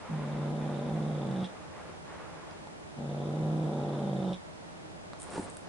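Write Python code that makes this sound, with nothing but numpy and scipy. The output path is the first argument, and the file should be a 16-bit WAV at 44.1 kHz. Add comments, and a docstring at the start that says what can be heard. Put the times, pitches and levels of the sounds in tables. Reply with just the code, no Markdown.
"""Kitten growling over a toy

In a quiet room, close to the microphone, a kitten with a toy in its mouth growls twice and spits past it.
Its vocal folds swing at three rates at once, the upper two at fixed, uneven multiples of the pitch,
and slap shut unevenly, which makes the rasp. Fur brushes as filtered noise while it turns its head.
At the end it jerks the toy about: bursts of noise for the scratching claws, short rings for the clicks,
and floor modes struck by soft thumping paws.
"""
import sys
import numpy as np
from scipy import signal
from scipy.fft import rfft, irfft
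from scipy.io import wavfile
from scipy.ndimage import uniform_filter1d

SR = 44100
rng = np.random.default_rng(int(sys.argv[2]) if len(sys.argv) > 2 else 0)


def log_audio(samples):
    """Write samples as a 16-bit WAV file to the path given in sys.argv[1]."""
    # one column per channel
    frames = np.atleast_2d(samples).T
    # limit to full scale, then quantise
    limited = np.clip(frames, -1, 1)
    pcm = np.round(limited * 32767).astype(np.int16)
    wavfile.write(sys.argv[1], SR, pcm)


N = 250488
TIME = np.arange(N) / SR  # seconds
MID_SIDE = np.array([[1], [-1]])  # sign of the side signal in the left and right channel


def undb(db):
    """Decibels to gain."""
    return 10 ** (np.asarray(db) / 20)


def unit(x):
    """Scale to rms 1."""
    return x / np.sqrt(np.mean(x ** 2) + 1e-20)


def noise():
    """White noise with spread 1 for the whole scene."""
    return rng.standard_normal(N)


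def colour(x, points, size=4096):
    """Causal minimum-phase filter whose response passes through (Hz, dB) points."""
    hz, db = np.transpose(points)
    grid = np.maximum(np.fft.rfftfreq(size, 1 / SR), 1)
    response_db = np.interp(np.log(grid), np.log(hz), db)
    # folding the cepstrum forward in time gives the minimum phase
    cepstrum = irfft(np.log(undb(response_db)))
    cepstrum[1:size // 2] *= 2
    cepstrum[size // 2 + 1:] = 0
    impulse = irfft(np.exp(rfft(cepstrum)))
    return signal.fftconvolve(x, impulse)[:N]


def walk(rate):
    """Smooth chance with spread 1 that changes rate times a second."""
    k = max(int(SR / rate), 1)
    steps = np.repeat(rng.standard_normal(N // k + 1), k)
    return unit(uniform_filter1d(steps, k)[:N])


def hold(start, end, attack, release):
    """Envelope that rises from start, holds, and dies away after end."""
    rise = np.clip((TIME - start) / attack, 0, 1)
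    return rise * np.exp(-np.maximum(TIME - end, 0) / release)


def burst(s, decay):
    """Noise that starts at s and dies away."""
    return noise() * (TIME >= s) * np.exp(-np.abs(TIME - s) / decay)


def steady(x, size):
    """Hold the rms near 1 over size samples, so that only the fast rattle is left."""
    local_power = np.abs(uniform_filter1d(x ** 2, size=size))
    return x / np.sqrt(local_power + np.mean(x ** 2) / 10 ** 2)


def swing(hz, jitter, shimmer_db):
    """One vibration of rms near 1, slightly unsteady in pitch and level."""
    phase = 2 * np.pi * np.cumsum(hz * (1 + jitter * walk(140))) / SR
    return np.sqrt(2) * np.sin(phase) * undb(shimmer_db * walk(70))


# Still air of the room. Each row: frequency in Hz, relative level in dB.
AIR = [(15, -44), (25, -20), (80, -3.5), (132, -8), (166, -1), (188, -5), (275, -9.5), (312, -4.5),
       (345, -8.5), (557, -8.5), (813, -9.5), (1070, -14), (1380, -17.5), (3020, -25.5), (10400, -33),
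       (13500, -78.5), (22000, -120)]
# How much wider than deep the air is. Each row: frequency in Hz, side minus mid in dB.
AIR_SIDE = [(60, 0.93), (110, 2), (190, 3), (340, 4.9), (600, 2), (1080, 2.6), (1920, 5), (3410, 4.3),
            (6080, 3.3), (10800, 1)]
# Faint steady tones in the room. Each row: frequency in Hz, level in dB.
HUM = [(168, -69), (615, -64), (4944, -80.5)]
AIR_DB = -50.5


def air():
    """Wide, steady noise of the room, coloured apart for mid and side, with a faint hum in the middle."""
    mid = unit(colour(noise(), AIR))
    side = colour(unit(colour(noise(), AIR)), AIR_SIDE)
    hum = sum(undb(db) * swing(hz, jitter=.001, shimmer_db=2.5) for hz, db in HUM)
    return undb(AIR_DB) * (mid + side * MID_SIDE) + hum


# Tone of the brushing fur. Each row: frequency in Hz, relative level in dB.
FUR = [(200, -31), (450, 1.5), (700, 1.5), (1050, 1), (1500, -3), (2200, -9), (3200, -18), (6000, -34)]
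# Fur strokes as the head turns. Each row: start in seconds, end in seconds, level at the start in dB.
STROKES = [(-.05, 0.474, -46), (0.527, 1.3, -50), (1.273, 1.64, -50.5), (1.682, 1.903, -49),
           (2.027, 2.54, -49)]
STROKE_ATTACK_S, STROKE_RELEASE_S, STROKE_FADE_DB_PER_S = 0.088, 0.066, 7


def brushing():
    """Fur slides softly and a little unevenly; each stroke fades as the head slows."""
    strokes = np.zeros(N)
    for start, end, db in STROKES:
        fading_db = db - STROKE_FADE_DB_PER_S * np.maximum(TIME - start, 0)
        strokes += hold(start, end, STROKE_ATTACK_S, STROKE_RELEASE_S) * undb(fading_db)
    uneven = noise() * undb(1.36 * walk(39.78))
    return unit(colour(uneven, FUR)) * strokes


# The two growls. Each row: start in seconds, break into the second swing in seconds, end in seconds,
# rasp level in dB, how much softer the voice begins in dB.
GROWLS = [(.084, 1.24, 1.435, -40, 2), (2.962, 3.97, 4.322, -37, 2.5)]
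# Pitch of each growl, lowest near its end as the folds slacken. Each row: time in seconds, pitch in Hz.
PITCHES = [
    [(0.1, 162.2), (0.204, 146.8), (0.424, 148.9), (0.64, 151.8), (0.82, 143.4), (0.942, 156.1),
     (1.118, 152.1), (1.29, 137.8), (1.44, 132.2)],
    [(2.98, 146.4), (3.198, 144), (3.438, 154.9), (3.618, 156.0), (3.732, 149.7), (3.942, 145.6),
     (4.134, 139), (4.198, 137.5), (4.33, 130.3)],
]
# Tension shares out the motion: taut folds favour the main swing, slack ones fizz more.
# Each row: pitch in Hz, main swing in dB, second swing in dB, third swing in dB, mouth fizz in dB.
REGISTERS = [(131.6, -46, -42.5, -55.5, -56.5), (137.7, -39, -44.5, -41, -60),
             (146, -39, -44.5, -44.5, -60), (148.9, -37, -42, -44.5, -62), (155.8, -32, -41.5, -52, -63.5),
             (161, -34, -42, -50, -65)]
# Band in which the loose folds flutter at random. Each row: frequency in Hz, relative level in dB.
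FLUTTER = [(60, -25.5), (95, -14), (120, -17), (150, -0.5), (180, 0), (230, -1), (270, -11.5), (400, -47.5)]
# Resonance of the throat. Each row: frequency in Hz, relative level in dB.
THROAT = [(150, -31), (272, -15), (318, 5), (368, -2), (412, -2), (460, 2.5), (600, 1.5), (820, 1),
          (1080, -10.5), (1330, -11), (1700, -22.5), (2600, -43.5), (5000, -76)]
# Resonance of the mouth, nearly closed on the toy. Each row: frequency in Hz, relative level in dB.
MOUTH = [(1500, -36), (2800, -10.5), (3300, -2), (3630, 1.5), (3950, -6.5), (4600, -19.5), (5500, -16),
         (6800, -33), (8900, -18.5), (10500, -48)]
# rates of the second and third swing, as multiples of the pitch
SECOND_RATIO, THIRD_RATIO = 1.4, 1.62
SWAY_DB, SWAY_RATE = 1.04, 16  # spread of the sway between swings, changes per second
GROWL_ATTACK_S, GROWL_RELEASE_S, SECOND_RELEASE_S = 0.027, 0.011, 0.027
# pressure builds after the start; rasp and fizz begin this much weaker
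BUILD_S, RASP_BUILD_DB, FIZZ_BUILD_DB = 0.21, 11, 10
# late in each growl the slack folds break over: the second swing takes the lead and the rasp eases
BREAK_DB, BREAK_S, RASP_EASE_DB = 9.5, 0.077, 1.5
PUFF_DECAY_S = 0.019


def growl(row, pitch):
    """Three swings beat against each other; each inward turn is a slap, hardest when they line up."""
    start, breaks, end, rasp_db, soft_db = row
    hz = np.interp(TIME, *np.transpose(pitch))
    register_hz, *shares = np.transpose(REGISTERS)
    main_db, second_db, third_db, fizz_db = (np.interp(hz, register_hz, db) for db in shares)

    # the motion sways back and forth between the main swing and the other two
    sway_db = SWAY_DB * walk(SWAY_RATE)
    main_db, second_db, third_db = main_db + sway_db, second_db - sway_db, third_db - sway_db

    gate = hold(start, end, GROWL_ATTACK_S, GROWL_RELEASE_S)
    second_gate = hold(start, end, GROWL_ATTACK_S, SECOND_RELEASE_S)
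    # share of the pressure that has yet to build up
    lack = np.exp(-np.maximum(TIME - start, 0) / BUILD_S)
    voice = undb(-soft_db * lack)
    broken = np.clip((TIME - breaks) / BREAK_S, 0, 1)
    main = gate * voice * undb(main_db)
    second = second_gate * voice * undb(second_db + BREAK_DB * broken)
    third = gate * voice * undb(third_db)
    rasp = gate * undb(rasp_db - RASP_BUILD_DB * lack - RASP_EASE_DB * broken)
    fizz = gate * undb(fizz_db - FIZZ_BUILD_DB * lack)
    effort = np.sqrt(main ** 2 + second ** 2 + third ** 2 + 1e-14)

    folds = main * swing(hz, jitter=.018, shimmer_db=2.04)
    folds += second * swing(hz * SECOND_RATIO, jitter=.022, shimmer_db=1.4)
    folds += third * swing(hz * THIRD_RATIO, jitter=.02, shimmer_db=2.1)
    folds += undb(-9.5) * effort * unit(colour(noise(), FLUTTER))
    # the tissue limits how far the folds swing, which evens out the beats
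    opening = steady(folds / effort, size=720)

    # the folds only meet when they swing further than their resting gap (.85);
    # soft tissue cushions the hardest slaps
    turns = signal.argrelmin(opening)[0]
    slaps = np.zeros(N)
    slaps[turns] = np.tanh(np.maximum(-opening[turns] - .85, 0))
    slaps *= undb(1.2 * walk(250))

    # they press together and part again, so the pressure dips evenly before and after contact:
    # half the throat filter runs backward in time, half forward
    half_throat = [(f, db / 2) for f, db in THROAT]
    before_contact = colour(slaps[::-1], half_throat)[::-1]
    dips = -colour(before_contact, half_throat)

    # a puff of turbulent air follows every slap
    flow = signal.lfilter([1], [1, -np.exp(-1 / (PUFF_DECAY_S * SR))], slaps)
    throat = unit(dips) + .58 * unit(colour(flow * noise(), THROAT))
    # between teeth and toy the puffs fizz, some much more than others
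    mouth = colour(flow ** 3.3 * noise() * undb(1.9 * walk(300)), MOUTH)
    return effort * opening + rasp * steady(throat, size=1300) + fizz * steady(mouth, size=2000)


# Spits past the toy as each growl ends.
# Each row: start in seconds, level before the mouth in dB, decay in seconds.
SPITS = [(1.443, -28, 0.0093), (1.457, -36, 0.012), (4.331, -29, 0.0073), (4.342, -28.5, 0.0043)]


def spits():
    """Short spurts through the narrow mouth when the folds let go."""
    spurts = sum(undb(db) * burst(s, decay) for s, db, decay in SPITS)
    return colour(spurts, MOUTH)


# Soft blows on the floor. Each row: start in seconds, peak level in dB, contact time in seconds.
THUMPS = [(1.893, -38.5, 0.0018), (5.36, -32, 0.0013), (5.366, -30, 0.0004), (5.379, -24, 0.0017),
          (5.385, -27, 0.0027), (5.395, -26, 0.0033)]
# Modes of the floor. Each row: frequency in Hz, relative level in dB, time to fall 60 dB in seconds.
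FLOOR_MODES = [(95, -17.5, 0.4), (192, -14.5, 0.16), (222, -7, 0.18), (284, 4, 0.047), (381, 9.5, 0.035),
               (496, -1, .04), (740, 1, 0.036), (892, 13, 0.037), (1270, -9, .025)]


def thumps():
    """Each blow pushes the floor's modes; a longer contact sounds duller."""
    t = TIME[:SR // 2]
    ring = np.zeros(len(t))
    for hz, db, t60 in FLOOR_MODES:
        ring += undb(db) * np.cos(2 * np.pi * hz * t) * np.exp(-np.log(1000) * t / t60)
    out = np.zeros(N)
    for s, db, contact in THUMPS:
        push = np.sin(np.pi * np.minimum(t / contact, 1)) ** 2
        blow = signal.fftconvolve(ring, push)[:len(t)]
        blow = undb(db) * blow / np.abs(blow).max()
        start = int(s * SR)
        out[start:start + len(t)] += blow[:N - start]
    return out


# Small dry clicks. Each row: start in seconds, level in dB, ring in Hz, decay in seconds.
CLICKS = [(2.511, -41, 5000, 0.00042), (2.59, -50, 4700, .0003), (2.6723, -33.5, 850, .002),
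          (5.134, -28, 1190, 0.00062), (5.57, -41, 1460, 0.0018)]
# Claws snagging. Each row: start in seconds, level before the claw tone in dB, decay in seconds.
SNAGS = [(5.2, -32, .002), (5.2187, -26.5, .0018), (5.23, -30, .0014), (5.238, -34, 0.0024),
         (5.304, -32, 0.0012), (5.5, -33, 0.00095), (5.5691, -26.5, 0.00091)]
# Bright tone of the claws. Each row: frequency in Hz, relative level in dB.
CLAW = [(1000, -14), (3000, -11.5), (5500, -17), (7500, -2.5), (9000, 2), (10500, -5.5)]
# the bright snap that starts every click, its level relative to the click's ring
SNAP_HZ, SNAP_DB, SNAP_DECAY_S = 3900, -12, 0.00066


def ticks():
    """Bright claw snags, and small clicks that snap and ring for a few cycles at most."""
    out = colour(sum(undb(db) * burst(s, decay) for s, db, decay in SNAGS), CLAW)
    for s, db, hz, decay in CLICKS:
        age = np.maximum(TIME - s, 0)
        ring = np.sin(2 * np.pi * hz * age) * np.exp(-age / decay)
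        snap = undb(SNAP_DB) * np.sin(2 * np.pi * SNAP_HZ * age) * np.exp(-age / SNAP_DECAY_S)
        out = out + undb(db) * (ring + snap + 0.17 * burst(s, decay / 2))
    return out


# Tone of paws and toy on the floor. Each row: frequency in Hz, relative level in dB.
SCUFF = [(90, -12), (200, 0.5), (500, 2), (950, -2.5), (1400, -7.5), (2000, -12), (2900, -20.5),
         (4400, -19.5), (7000, -25), (10000, -37)]
# Paws and toy scuffing. Each row: peak in seconds, level in dB, rise in seconds.
SCUFFS = [(5.24, -56, 0.018), (5.36, -38, 0.058), (5.464, -47.5, 0.04), (5.68, -49, 0.031)]
# Claws dragging through fibres. Each row: start in seconds, end in seconds, level in dB.
DRAGS = [(5.186, 5.213, -50.5), (5.304, 5.448, -51), (5.48, 5.552, -58.5)]
SCUFF_FALL_S, DRAG_ATTACK_S, DRAG_RELEASE_S = 0.039, 0.017, .015


def jerk():
    """Paws and toy scuff in fits and starts while fibres crackle under the claws."""
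    pushes = np.zeros(N)
    for s, db, rise in SCUFFS:
        pushes += undb(db) * np.exp(-np.maximum((s - TIME) / rise, (TIME - s) / SCUFF_FALL_S))
    drags = sum(undb(db) * hold(start, end, DRAG_ATTACK_S, DRAG_RELEASE_S) for start, end, db in DRAGS)
    scuff = unit(colour(noise() * undb(2.0 * walk(180)), SCUFF))
    crackle = unit(colour(noise() * undb(2.0 * walk(900)), CLAW))
    return scuff * pushes + crackle * drags


def room(x, wet_db, t60):
    """Direct sound plus a short scatter from walls and floor, weak in the bass, different left and right."""
    t = TIME[:SR // 2]
    # the scatter arrives 3 ms after the direct sound
    tails = rng.standard_normal((2, len(t))) * np.exp(-np.log(1000) * t / t60) * (t > .003)
    tails /= np.sqrt(np.sum(tails ** 2, axis=1, keepdims=True))
    mid, side = (signal.fftconvolve(x, tail)[:N] for tail in tails)
    mid = colour(mid, [(220, -10.5), (550, 0.5)])
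    side = colour(side, [(150, -16.5), (400, -11), (1200, 1)])
    return x + undb(wet_db) * (mid + side * MID_SIDE)


def scene():
    """Voice, rubbing and blows, each with its share of the room, over the still air."""
    growls = sum(growl(row, pitch) for row, pitch in zip(GROWLS, PITCHES))
    voice = room(growls + spits(), wet_db=-9, t60=.18)
    rubbing = room(brushing() + jerk(), wet_db=-11.5, t60=0.18)
    blows = room(ticks() + thumps(), wet_db=-8, t60=0.32)
    balance_db = np.array([[-.35], [.35]])  # left, right
    return (voice + rubbing + blows + air()) * undb(balance_db)


TOP_HZ = 10450


def record(dry):
    """The recorder cuts the top steeply."""
    low_pass = signal.ellip(12, .2, 80, TOP_HZ, fs=SR, output="sos")
    return signal.sosfilt(low_pass, dry)


dry = scene()
out = record(dry)
log_audio(out)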